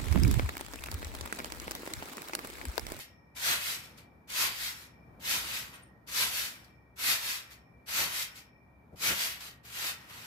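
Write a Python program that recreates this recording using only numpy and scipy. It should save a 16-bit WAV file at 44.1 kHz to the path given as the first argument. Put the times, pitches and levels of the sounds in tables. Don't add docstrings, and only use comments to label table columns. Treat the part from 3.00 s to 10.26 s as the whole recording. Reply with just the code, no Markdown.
import sys
import numpy as np
from scipy import signal
from scipy.fft import rfft, irfft, next_fast_len
from scipy.io import wavfile
from scipy.ndimage import uniform_filter1d, map_coordinates

SR = 44100
rng = np.random.default_rng(int(sys.argv[2]) if len(sys.argv) > 2 else 0)


def waveform_to_disk(signal):
    frames = np.transpose(np.atleast_2d(signal))
    scaled = np.clip(frames, -1, 1) * 32767
    samples = np.round(scaled).astype(np.int16)
    wavfile.write(sys.argv[1], SR, samples)


N = 320166

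# frequency in Hz, level in dB.
MACHINE_HUM = [(60, -81.5), (65.5, -71), (119, -70.5), (167, -79)]
# frequency in Hz, relative level in dB.
TOWN_SPECTRUM = [(25, -31.5), (37, -17.5), (55, 0), (110, -1.5), (170, -2), (250, -4.5), (400, -11),
                 (650, -11.5), (900, -12), (1200, -17.5), (1700, -22.5), (2800, -38), (4500, -41),
                 (8000, -48.5), (11000, -42.5), (15500, -41.5)]
THUD_SPECTRUM = [(30, -34), (70, 1), (120, 1.5), (210, -2.5), (330, -8), (560, -5.5), (1000, -17.5),
                 (3000, -44)]
TICK_SPECTRUM = [(500, -24), (2000, -6), (4800, 9.5), (8000, -1.5), (15000, 0.5)]
SWISH_SPECTRUM = [(290, -41), (500, -14.5), (657, -11), (901, -14.5), (982, -11), (1130, -11), (1900, 0),
                  (3150, 0), (4570, -1.5), (4980, -2), (9240, -8), (12100, -3.5), (14400, -8), (15500, -9)]
WHOOSH_SPECTRUM = [(120, -18), (300, -11.5), (520, -11), (760, -8.5), (960, -3.5), (1400, -0.5), (1900, -2),
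                   (3200, -6), (6000, -33.5), (12000, -49)]
# frequency in Hz, left-right likeness, 0 to 1.
RUMBLE_LIKENESS = [(60, 0.91), (150, 0.94), (400, 0.66), (1000, 0.022), (3000, 0.15)]
MAT_LIKENESS = [(150, 1), (600, 0.63), (1300, 0.44), (3000, 0.18), (8000, 0.061), (15000, 0.05)]
# frequency in Hz, seconds to fall 60 dB.
YARD_DECAY = [(200, 0.16), (2000, 0.39), (6000, 0.15), (14000, 0.061)]
# frequency in Hz, left minus right in dB.
PORT_BALANCE = [(60, 1.5), (99, 2), (160, 1.5), (270, 1.5), (450, 2.5), (740, 0.5), (1220, 1.5), (2010, 1),
                (3330, -2), (5500, 6), (9080, 1.0), (15000, -2)]
# frequency and width in Hz, seconds to fall 60 dB,
# level at the recoil in dB before the bounce's tilt, share of that tilt.
TUBE_MODES = [(1878, 65, 2.4, -63.5, .6), (2345, 85, 4, -67.5, -1.1), (5400, 260, 0.66, -52.5, -0.69)]
# time in seconds, level in dB, half length in seconds.
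FRAME_KNOCKS = [(5.94, -52, 0.013), (6.117, -41, 0.012)]
# start in seconds, level in dB.
HOOK_TICKS = [(0.977, -57), (3.074, -48), (3.645, -55), (5.224, -34), (6.405, -46), (6.866, -33)]
# time in seconds, frequency in Hz, level in dB, half length in seconds.
HOOK_SQUEAKS = [(2.753, 8950, -54, 0.0087), (2.835, 8830, -59, 0.0067), (2.873, 8960, -71.5, 0.018)]
# frequency and width in Hz, relative gain in dB.
SPRING_MODES = [(975, 62, -2), (1237, 4.1, -9.5), (1284, 12, -2.5), (1345, 35, 2.5), (1586, 9.7, -4),
                (1880, 15, -12.5), (2255, 35, -7), (2545, 24, 4), (3455, 37, -12.5), (3858, 48, 3.5),
                (4370, 59, -1.5), (4580, 160, -2.5), (6082, 55, -13), (6700, 120, 0), (7920, 710, -2),
                (10930, 78, 0), (11940, 840, -5), (13700, 30, -4)]
# start in seconds, swish level in dB,
# length in seconds, whoosh over the swish in dB.
MAT_FLAPS = [(0.82, -52, 0.026, -14), (0.959, -56, 0.027, -1), (1.736, -52, .1, -11.5),
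             (2.713, -57, .04, 7), (4.49, -52.5, 0.031, -5), (5.337, -50.5, .048, -10),
             (6.385, -48, 0.099, -5), (6.979, -62.5, .109, 5.5), (7.076, -51.5, 0.22, 0.5)]
# in seconds, touchdown, settling of the feet,
# touchdown to fastest sinking, from there to fastest recoil, half length of the recoil, time on the mat;
# then in dB, sinking swish, recoil swish, scuff of the feet, whoosh over the sinking swish, thud,
# tilt of the ring towards the lowest tube mode.
LANDINGS = [(-.441, .024, 0.14, .21, 0.064, 0.32, -30, -35, -47.5, -3, -54, 0.5),
            (.346, 0.022, 0.15, .188, 0.057, 0.39, -28.5, -34.5, -45, -5.5, -52.5, -2.5),
            (1.27, .034, 0.15, .232, 0.05, .368, -28.5, -37, -43.5, -7.5, -53.5, -2.5),
            (2.194, .058, 0.14, 0.23, .054, .356, -30.5, -39, -41, -9.5, -58, 6.5),
            (3.062, 0.023, 0.15, .18, 0.066, 0.4, -28.5, -34, -46.5, -8, -54.5, -2),
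            (3.956, 0.039, 0.14, .205, 0.058, 0.34, -26.5, -35.5, -42.5, -12.5, -55.5, -2.5),
            (4.857, .032, 0.14, 0.19, .045, 0.28, -29.5, -34.5, -40.5, -6, -49.5, -3),
            (5.955, .068, 0.12, .152, .064, .316, -28.5, -33.3, -42.5, -4.5, -49.5, 6),
            (6.628, .025, 0.21, .049, .024, .284, -37, -38, -53, -4, -58, 5)]


def amp(db):
    return 10 ** (np.asarray(db) / 20)


def unit(x):
    return x / np.sqrt(np.mean(x ** 2) + 1e-20)


def clock():
    return np.arange(N) / SR


def along(points, hz):
    freqs, values = np.transpose(points)
    return np.interp(np.log(hz + 1), np.log(freqs + 1), values)


def swell(peak_s, half_s):
    return np.exp(-.5 * ((clock() - peak_s) / half_s) ** 2)


def wobble(rate):
    return map_coordinates(rng.standard_normal(int(N * rate / SR) + 4), [clock() * rate])


def filtered(x, response):
    size = next_fast_len(N + SR // 2)
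    return irfft(rfft(x, size) * response(np.fft.rfftfreq(size, 1 / SR)), size)[..., :N]


def stereo(pair, spectrum, likeness):
    def response(hz):
        angle = np.arccos(np.clip(along(likeness, hz), -1, 1)) / 2
        return amp(along(spectrum, hz)) * [np.cos(angle), np.sin(angle)]
    mid, side = filtered(pair, response)
    return unit(np.array([mid + side, mid - side]))


def noise_band(centre_hz, width_hz):
    peak = lambda hz: 1 / (1 + ((hz - centre_hz) / width_hz * 2) ** 2)
    return unit(filtered(rng.standard_normal((2, N)), peak))


def distant_town():
    murmur = amp(-59.5 + 1.9 * wobble(2.1))
    murmur = murmur * stereo(rng.standard_normal((2, N)), TOWN_SPECTRUM, RUMBLE_LIKENESS)
    hum = np.zeros(N)
    for hz, db in MACHINE_HUM:
        level = np.sqrt(2) * amp(db + 2 * wobble(2.7))
        hum += level * np.sin(2 * np.pi * hz * clock() + 0.6 * wobble(4.4))
    return murmur + hum


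def yard_reflections(x, delay_s):
    freqs, t, bands = signal.stft(rng.standard_normal((2, SR // 2)), SR, nperseg=256)
    decay = amp(-60 * t / along(YARD_DECAY, freqs)[:, None])
    tail = signal.istft(bands * decay, SR, nperseg=256)[1]
    wet = signal.fftconvolve(x, tail / np.linalg.norm(tail[0]), axes=1)[:, :N]
    return filtered(wet, lambda hz: np.exp(-2j * np.pi * hz * delay_s))


def tube_ring():
    start, _, sink_s, recoil_s, *_, tilt_db = np.transpose(LANDINGS)
    recoils = start + sink_s + recoil_s
    latest = np.maximum(np.searchsorted(recoils, clock()) - 1, 0)
    age = clock() - recoils[latest]
    return sum(amp(db + share * tilt_db[latest] - 60 * age / t60) * noise_band(hz, width)
               for hz, width, t60, db, share in TUBE_MODES)


def frame_thuds(lag_s=.025):
    thuds = sum(amp(thud_db) * swell(start + sink_s + lag_s, half_s=.051)
                for start, _, sink_s, *_, thud_db, _ in LANDINGS)
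    knocks = sum(amp(db) * swell(at, half_s) for at, db, half_s in FRAME_KNOCKS)
    return (thuds + knocks) * stereo(rng.standard_normal((2, N)), THUD_SPECTRUM, RUMBLE_LIKENESS)


def spring_hooks(t60):
    t = clock()
    blows = sum(amp(db - 60 * np.maximum(t - start, 0) / t60) * (t >= start) for start, db in HOOK_TICKS)
    ticks = blows * stereo(rng.standard_normal((2, N)), TICK_SPECTRUM, MAT_LIKENESS)
    squeaks = sum(amp(db) * swell(at, half_s) * noise_band(hz, width_hz=130)
                  for at, hz, db, half_s in HOOK_SQUEAKS)
    return ticks + squeaks


def spring_ring(rubbing):
    def response(hz):
        return sum(amp(db) * 1j * hz * width / (centre ** 2 - hz ** 2 + 1j * hz * width)
                   for centre, width, db in SPRING_MODES)
    return filtered(rubbing, response)


def fibre_slips(per_second, smooth):
    chance = np.clip(per_second / SR, 1e-4, 1)
    grains = (rng.random((2, N)) < chance) * rng.standard_normal((2, N)) / np.sqrt(chance)
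    return unit(grains + smooth * rng.standard_normal((2, N)))


def shifting_load(x, patchy_db):
    bands = signal.stft(x, nperseg=1024)[2]
    patches = uniform_filter1d(rng.standard_normal(bands.shape[1:]), size=2, axis=0)
    patches = unit(uniform_filter1d(patches, size=8, axis=1))
    return unit(signal.istft(bands * amp(patchy_db * patches), nperseg=1024)[1][:, :N])


def stroke(start, length_s, rise_s, fade_db_per_s, touch_db=-22, touch_s=.006):
    age = clock() - start
    pressing_db = touch_db * (1 - np.clip(age / rise_s, 0, 1))
    release_db = fade_db_per_s * np.maximum(age - length_s, 0)
    return np.clip(age / touch_s, 0, 1) * amp(pressing_db - release_db)


def rubbing_levels():
    swish, whoosh = np.full((2, N), amp(-100) ** 2)
    for (start, rise_s, sink_s, recoil_s, half_s, contact_s,
         sink_db, recoil_db, scuff_db, whoosh_db, _, _) in LANDINGS:
        contact = stroke(start, contact_s, rise_s, fade_db_per_s=109)
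        sway = stroke(start, contact_s, rise_s, fade_db_per_s=66)
        fastest, sink_half_s = start + sink_s, 0.33 * sink_s
        sink = amp(sink_db) * contact * swell(fastest, sink_half_s)
        taut = amp(sink_db + whoosh_db) * contact * swell(fastest + .01, sink_half_s)
        recoil = amp(recoil_db) * swell(fastest + recoil_s, half_s)
        swish += (amp(scuff_db) * contact) ** 2 + sink ** 2 + recoil ** 2
        whoosh += (amp(scuff_db - 4.5) * sway) ** 2 + taut ** 2 + (amp(-13) * recoil) ** 2
    for start, db, length_s, whoosh_db in MAT_FLAPS:
        flap = amp(db) * stroke(start, length_s, rise_s=.023, fade_db_per_s=280)
        swish += flap ** 2
        whoosh += (amp(whoosh_db) * flap) ** 2
    return 10 * np.log10(swish), 10 * np.log10(whoosh)


def woven_mat():
    swish_db, whoosh_db = rubbing_levels()
    slips_per_s = 4000 + 16000 * amp(swish_db + 35.5)
    sliding = 1 / (1 + amp(-77.5 - swish_db) ** 2)
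    fibres = shifting_load(fibre_slips(slips_per_s, smooth=.53), patchy_db=2.5)
    cloth = shifting_load(fibre_slips(slips_per_s, smooth=.8), patchy_db=1.9)
    swish = amp(swish_db + 0.72 + 0.51 * wobble(45)) * stereo(fibres, SWISH_SPECTRUM, MAT_LIKENESS)
    whoosh = amp(whoosh_db - 2 + 0.43 * wobble(40)) * stereo(cloth, WHOOSH_SPECTRUM, MAT_LIKENESS)
    rubbing = sliding * (swish + whoosh)
    return rubbing + amp(-6.5) * spring_ring(rubbing)


def scene():
    port_lag_s = .0002
    from_left = lambda hz: np.exp(1j * np.pi * hz * port_lag_s * np.array([[1], [-1]]))
    direct = filtered(woven_mat() + spring_hooks(t60=.062), from_left)
    reflected = amp(-11.5) * yard_reflections(direct, delay_s=.012)
    return direct + reflected + frame_thuds() + tube_ring() + distant_town()


def record(dry):
    low_hz, top_hz = 26, 15500
    ports = lambda hz: amp(along(PORT_BALANCE, hz) * np.array([[.5], [-.5]]))
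    band = lambda hz: (1 - 1 / (1 + (hz / low_hz) ** 4)) / (1 + (hz / top_hz) ** 160)
    return filtered(dry, lambda hz: ports(hz) * band(hz))


dry = scene()
out = record(dry)
waveform_to_disk(out)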